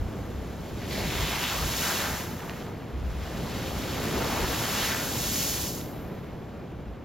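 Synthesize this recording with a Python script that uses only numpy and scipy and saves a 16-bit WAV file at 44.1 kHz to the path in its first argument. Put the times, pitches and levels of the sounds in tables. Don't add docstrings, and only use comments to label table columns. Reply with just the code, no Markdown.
import sys
import numpy as np
from scipy import signal
from scipy.fft import rfft, irfft, next_fast_len
from scipy.io import wavfile
from scipy.ndimage import uniform_filter1d

SR = 44100
rng = np.random.default_rng(int(sys.argv[2]) if len(sys.argv) > 2 else 0)


def digitize_waveform(pressure):
    field = np.atleast_2d(pressure).T
    bounded = np.clip(field, -1, 1)
    quanta = np.round(bounded * 32767).astype(np.int16)
    wavfile.write(sys.argv[1], SR, quanta)


N = 310596
STEP_S = .002
CLOCK = np.arange(0, N / SR + STEP_S, STEP_S)


def from_db(db):
    return 10 ** (np.asarray(db) / 20)


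def to_db(power):
    return np.interp(np.arange(N) / SR, CLOCK, 10 * np.log10(power + 1e-12))


def rms_one(x):
    return x / np.sqrt(np.mean(x ** 2) + 1e-20)


def per_bin(points):
    hz, value = np.transpose(points)
    bin_hz = np.fft.rfftfreq(next_fast_len(N), 1 / SR)
    return np.interp(np.log(bin_hz + 1), np.log(hz), value)


def filtered(x, response):
    size = next_fast_len(N)
    return irfft(rfft(x, size) * response, size)[..., :N]


def coloured(x, spectrum):
    return rms_one(filtered(x, from_db(per_bin(spectrum))))


def drift(rate):
    hold = 40
    r = np.exp(-2 * hold * np.pi * rate / SR)
    noise = rng.standard_normal(N // hold + 2002)
    slow = signal.lfilter([1], [1, -2 * r, r * r], noise)[2000:]
    return np.interp(np.arange(N) / hold, np.arange(len(slow)), rms_one(slow))


def swell(peak_s, rise_s, fall_s, hold_s=0):
    shape = 1.53
    t = CLOCK - peak_s
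    away = np.maximum(-t / rise_s, 0) + np.maximum((t - hold_s) / fall_s, 0)
    return 10 ** -np.minimum(away ** shape, 20)


def wash():
    return rng.standard_normal((2, N))


def ring(clicks, hz, t60):
    r = np.exp(-np.log(1000) / (t60 * SR))
    w = 2 * np.pi * min(hz, SR / 2 - 1) / SR
    return signal.lfilter([0, np.sin(w)], [1, -2 * r * np.cos(w), r * r], clicks + 1e-18)


def impacts(per_s, spread_db):
    sizes = from_db(spread_db * np.minimum(rng.exponential(1, (2, N)), 4))
    signs = rng.choice([-1, 1], (2, N))
    return sizes * signs * (rng.random((2, N)) < per_s / SR)


def bubbles(per_s, spread_db, low_hz, high_hz, cycles, count):
    clicks = impacts(per_s, spread_db)
    dealt = rng.integers(0, count, N)
    pitches = np.geomspace(low_hz, high_hz, count)
    return rms_one(sum(hz * ring(clicks * (dealt == k), hz, cycles / hz) for k, hz in enumerate(pitches)))


def sea():
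    # frequency in Hz, relative level in dB per Hz.
    surf_spectrum = [(50, -11), (100, 0), (170, 2), (280, -6.5), (450, -16), (800, -17), (1200, -21.5),
                     (1800, -26), (3000, -28), (4800, -55), (8000, -75), (13500, -45), (16000, -59)]
    start_db, eases_db_per_s = -43.5, 0.28
    level_db = start_db - eases_db_per_s * np.arange(N) / SR + 0.26 * drift(0.16)
    return coloured(wash(), surf_spectrum) * from_db(level_db)


def cleft():
    # frequency in Hz, relative level in dB per Hz.
    rumble_spectrum = [(50, -9), (100, 5), (160, 4.5), (280, 1.5), (450, -1.5), (700, -7), (950, -13.5),
                       (1400, -22), (2500, -31), (8000, -85)]
    # peak in seconds, level in dB, rise and fall in seconds over 10 dB.
    surges = [(0.03, -37.5, 0.33, 2.4), (1.0, -33.5, 0.26, 0.58), (1.64, -37, 0.13, 3.5),
              (3.401, -35.5, 0.12, 1.1), (4.17, -32, 0.46, 0.94), (5.25, -36, 1, 2.3)]
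    level_db = to_db(sum(from_db(db) ** 2 * swell(s, rise, fall) for s, db, rise, fall in surges))
    return coloured(wash(), rumble_spectrum) * from_db(level_db + .5 * drift(36))


def wind_level():
    # start of full strength in seconds, its length in seconds, level in dB.
    gusts = [(0.005, 0.016, -25.5), (0.057, 0.027, -31.5), (0.352, 0.039, -35), (0.473, 0.045, -41),
             (0.734, 0.022, -34), (0.872, 0.23, -42.5), (1.147, 0.052, -34), (1.219, .03, -29),
             (1.638, .03, -34), (1.778, 0.027, -39), (2.11, .035, -35), (2.935, .1, -32.5),
             (3.04, .022, -28), (3.074, .05, -29), (3.152, .08, -32), (3.26, .025, -38), (3.363, 0.46, -41),
             (4.155, 0.036, -36), (4.413, 0.029, -30), (4.485, 0.058, -35), (5.603, 0.051, -38.5),
             (6.043, 0.021, -37), (6.86, 0.06, -36.5)]
    attack_s, release_s = 0.0051, 0.014
    start_db, swing_db, eases_db_per_s = -45, 4.5, 0.4
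    breeze_db = start_db + swing_db * drift(4.4) - eases_db_per_s * np.arange(N) / SR
    gusts_db = to_db(sum(from_db(db) ** 2 * swell(s, attack_s, release_s, length) for s, length, db in gusts))
    return 20 * np.log10(np.hypot(from_db(breeze_db), from_db(gusts_db)))


def wind():
    # frequency in Hz, relative level in dB per Hz.
    buffet_spectrum = [(15, -35), (28, -38), (40, -1.5), (62, 16), (80, 10.5), (120, -8.5), (300, -31.5),
                       (2000, -100)]
    level_db = wind_level()
    small = coloured(wash(), buffet_spectrum)
    large = coloured(wash(), [(0.84 * hz, db) for hz, db in buffet_spectrum])
    eddies = small + large * from_db(1.5 * (level_db - level_db.max()) + 1.5)
    swing = np.abs(signal.hilbert(eddies, next_fast_len(N))[:, :N])
    strength = np.sqrt(uniform_filter1d(swing ** 2 / 2, size=1800, axis=-1) + 1e-9)
    return eddies / strength * from_db(level_db)


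def landing_water():
    # peak in seconds, rise and fall in seconds over 10 dB,
    # then heavy masses, coarse drops and fine spray in dB.
    falls = [(0.87, 0.29, 0.25, -68, -49, -52.5), (0.94, 0.063, 0.74, -47, -43, -41.5),
             (1.25, 0.26, 0.54, -39, -41.5, -37), (1.52, 0.28, 0.27, -36, -39, -37),
             (1.85, 0.23, 0.31, -38, -36.5, -30.5), (2.01, 0.22, 0.215, -34.3, -43, -41),
             (2.17, .1, 0.098, -51, -48, -41), (2.44, 0.29, 0.23, -44.5, -66, -50.5),
             (2.62, 0.12, 0.083, -50, -54, -55.5), (3.27, 0.245, 0.62, -46.5, -50.5, -55),
             (3.62, 0.38, 0.95, -52, -47, -48), (4.31, 0.736, 0.76, -35.5, -40, -38.5),
             (4.76, 0.45, 0.49, -36, -39, -33.5), (4.848, 0.11, 0.11, -39, -38, -35),
             (5.429, 0.47, 0.25, -45.5, -40, -29), (5.65, 0.2, 0.11, -48.5, -51, -33.5),
             (5.79, 0.054, 0.035, -60, -59, -44)]
    # peak in seconds, sloshing in dB, fizz in dB.
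    run_off = [(0.25, -49, -55.5), (2.299, -48.5, -60.5), (5.75, -50.5, -62.5)]
    run_off_rise_s, run_off_fall_s = 0.88, 1.57
    run_off_drops_db = -7.5
    foam_db, foam_life_s = -15, 0.1
    heavy, coarse, fine = sum(np.outer(from_db(db) ** 2, swell(s, rise, fall)) for s, rise, fall, *db in falls)
    sloshing, fizz = sum(
        np.outer(from_db(db) ** 2, swell(s, run_off_rise_s, run_off_fall_s)) for s, *db in run_off)
    keep = np.exp(-STEP_S / foam_life_s)
    froth = from_db(foam_db) ** 2 * signal.lfilter([1 - keep], [1, -keep], fine)
    coarse_and_run_off = coarse + sloshing * from_db(run_off_drops_db) ** 2
    return to_db(heavy + sloshing), to_db(coarse_and_run_off), to_db(fine + fizz), to_db(froth)


def masses(level_db):
    # frequency in Hz, relative level in dB per Hz.
    slap_spectrum = [(150, -33), (400, -2.5), (700, 2), (900, 3.5), (1400, 0.5), (1900, -2.5), (2500, -5.5),
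                     (3500, -7.5), (10000, -43)]
    gurgle = bubbles(per_s=1800, spread_db=1.5, low_hz=531, high_hz=2434, cycles=18.6, count=18)
    water = wash() + from_db(-9.0) * gurgle
    return coloured(water, slap_spectrum) * from_db(level_db + 1.1 * drift(18))


def drops(level_db):
    # frequency in Hz, relative level in dB per Hz.
    spatter_spectrum = [(150, -41), (700, -43), (1400, -5), (2100, -4), (2800, -1), (3700, -1.5),
                        (4400, -3.5), (6000, -9), (12000, -55)]
    per_s = 6000 * from_db(.6 * (level_db - level_db.max()))
    knocks = bubbles(per_s, spread_db=0.5, low_hz=1540, high_hz=7600, cycles=7.5, count=16)
    water = from_db(2.5) * wash() + knocks
    return coloured(water, spatter_spectrum) * from_db(level_db + 0.76 * drift(20))


def spray(level_db):
    # frequency in Hz, relative level in dB per Hz.
    spray_spectrum = [(300, -45), (1500, -36), (3000, -4.5), (4300, -2.5), (5300, 0.5), (6600, 1.5),
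                      (7500, 1.5), (9000, -8.5), (10300, 0.5), (11700, -4.5), (13700, -2.5), (14800, -11.5),
                      (16000, -5)]
    ticks = rms_one(impacts(per_s=5600, spread_db=0.0))
    water = from_db(-5.0) * wash() + ticks
    return coloured(water, spray_spectrum) * from_db(level_db + .5 * drift(15))


def foam(level_db):
    # frequency in Hz, relative level in dB per Hz.
    foam_spectrum = [(1500, -37), (3000, -17), (6600, -9), (9000, -14), (10300, 2), (13700, 6), (16000, -5)]
    return coloured(wash(), foam_spectrum) * from_db(level_db)


def smacks(rows):
    # frequency in Hz at pitch 1, level in dB, decay by 60 dB in seconds.
    smack_modes = [(1300, -8, .005), (1850, -3.5, .006), (2800, -5, .006), (3700, -11, .004),
                   (4500, -8, .003), (5900, -14, .002)]
    top_hz = 7000
    out, click = np.zeros(N + SR), signal.unit_impulse(SR // 50)
    for s, drop_db, pitch in rows:
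        smack = sum((-1) ** k * ring(click * from_db(drop_db + db), hz * pitch, t60)
                    for k, (hz, db, t60) in enumerate(smack_modes))
        out[round(s * SR):][:len(smack)] += smack
    return signal.sosfilt(signal.butter(2, top_hz, fs=SR, output="sos"), out[:N])


def crackle(level_db):
    most_per_s = 70
    over_spatter_db, spread_db, middle_pitch = 9.5, 3, 1.06
    per_s = most_per_s * from_db(.5 * (level_db - level_db.max()))
    at = np.flatnonzero(rng.random(N) < per_s / SR)
    size, pitch = rng.uniform(-0.98, 1, (len(at), 2)).T
    drop_db = level_db[at] + over_spatter_db + spread_db * size
    return smacks(zip(at / SR, drop_db, middle_pitch * 2 ** (.5 * pitch)))


def splashes():
    # peak in seconds,
    # rise and fall in seconds over 10 dB, pitch in Hz, level in dB.
    lumps = [(0.82, .04, .05, 1840, -47), (0.915, 0.019, 0.47, 2020, -43), (0.912, .012, 0.1, 3600, -41.5),
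             (0.985, 0.04, 0.058, 600, -38.5), (0.99, 0.032, .04, 3970, -45),
             (1.13, 0.21, .13, 2350, -41.5), (1.13, 0.11, 0.09, 3180, -40), (1.28, 0.098, 0.1, 3070, -38.5),
             (1.38, 0.19, 0.08, 2430, -37.5), (1.462, 0.037, 0.084, 2870, -34),
             (1.84, .04, 0.046, 6500, -43), (1.86, .04, 0.093, 1540, -35.5), (2.02, 0.075, 0.16, 1620, -38),
             (2.2, 0.034, 0.021, 1900, -43.5), (3.43, 0.047, 0.037, 165, -34),
             (4.18, .045, 0.045, 410, -33), (4.22, 0.08, 0.1, 704, -37.5), (4.365, 0.07, 0.058, 850, -35.5),
             (4.44, 0.037, .06, 333, -46), (4.83, 0.048, 0.083, 3100, -40), (4.85, .1, 0.14, 2050, -37.5),
             (4.92, 0.064, 0.12, 1650, -36)]
    sharpness, bubbles_db = 2.5, 3.5
    out = np.zeros((2, N))
    grain = wash() + from_db(bubbles_db) * rms_one(impacts(per_s=1500, spread_db=3.0))
    edge = np.exp(.5 / sharpness)
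    for s, rise, fall, hz, db in lumps:
        band = signal.butter(2, [hz / edge, hz * edge], "band", fs=SR, output="sos")
        cloud = signal.sosfilt(band, grain)
        out += rms_one(cloud) * from_db(db + to_db(swell(s, rise, fall)))
    return out


def gulps():
    # start in seconds, starting pitch in Hz, peak level in dB.
    pockets = [(1.94, 346, -32), (4.136, 375, -34), (4.175, 395, -29), (4.256, 510, -27), (4.283, 360, -32),
               (4.32, 230, -28.5), (4.362, 900, -26), (4.394, 440, -26), (4.43, 360, -32),
               (4.503, 440, -29)]
    cycles, pitch_rise = 1.7, 0.026
    out = np.zeros(N)
    for s, hz, db in pockets:
        age = np.arange(SR // 8) / SR * hz / cycles
        turns = cycles * (age + pitch_rise * age ** 2 / 2)
        out[round(s * SR):][:len(age)] += from_db(db) * age * np.exp(1 - age) * np.sin(2 * np.pi * turns)
    return out


def near_drops():
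    # start in seconds, level in dB, pitch as a multiple of the smack's modes.
    close_drops = [(2.4030, -33, 1.0), (2.4047, -30, 1.0), (2.4877, -35, .8), (2.4958, -21.2, 1.02),
                   (2.5059, -29.5, .85), (2.510, -33, .85), (2.5348, -30.5, 1.0), (2.5380, -32, .9),
                   (2.6038, -31, 1.1), (2.6244, -33, 1.1), (2.666, -36, 1.1), (4.9706, -21, 1.0),
                   (5.5414, -22, 1.4), (5.8131, -28.5, 2.0), (5.8595, -38, 1.6)]
    return smacks(close_drops)


def microphones(field):
    # frequency in Hz, phase in radians by which left leads.
    port_phase = [(120, 0), (300, .2), (500, .36), (950, .48), (1400, 0), (2500, 0), (3200, .33),
                  (5170, .5), (5770, -1.6), (6720, -.6), (7150, -1.2), (7580, -2.4), (8100, -2.3),
                  (8350, -3.1), (9560, -3.3), (9820, -3.9), (12300, -5.5), (12700, -6), (13300, -2 * np.pi)]
    # frequency in Hz, likeness of the two ports from 0 (unrelated) to 1 (the same).
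    port_likeness = [(60, .95), (250, .92), (550, .77), (1100, .88), (1500, .995), (2000, .999),
                     (2600, .985), (3300, .89), (7500, .8), (8400, .87), (11500, .72), (12500, .8),
                     (13300, .985), (14500, .995)]
    alike = np.clip(per_bin(port_likeness), 0, 1)
    turn = np.exp(.5j * per_bin(port_phase))
    common = filtered(field[0], np.sqrt((1 + alike) / 2))
    apart = filtered(field[1], np.sqrt((1 - alike) / 2))
    return np.array([filtered(common + apart, turn), filtered(common - apart, turn.conj())])


def scene():
    masses_db, drops_db, spray_db, foam_db = landing_water()
    churn = cleft() + gulps() + masses(masses_db) + splashes()
    rain = drops(drops_db) + spray(spray_db) + foam(foam_db)
    return microphones(sea() + churn + rain + wind()) + crackle(drops_db) + near_drops()


def record(dry):
    cutoff_hz = 15800
    return signal.sosfilt(signal.ellip(12, .1, 80, cutoff_hz, fs=SR, output="sos"), dry)


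dry = scene()
out = record(dry)
digitize_waveform(out)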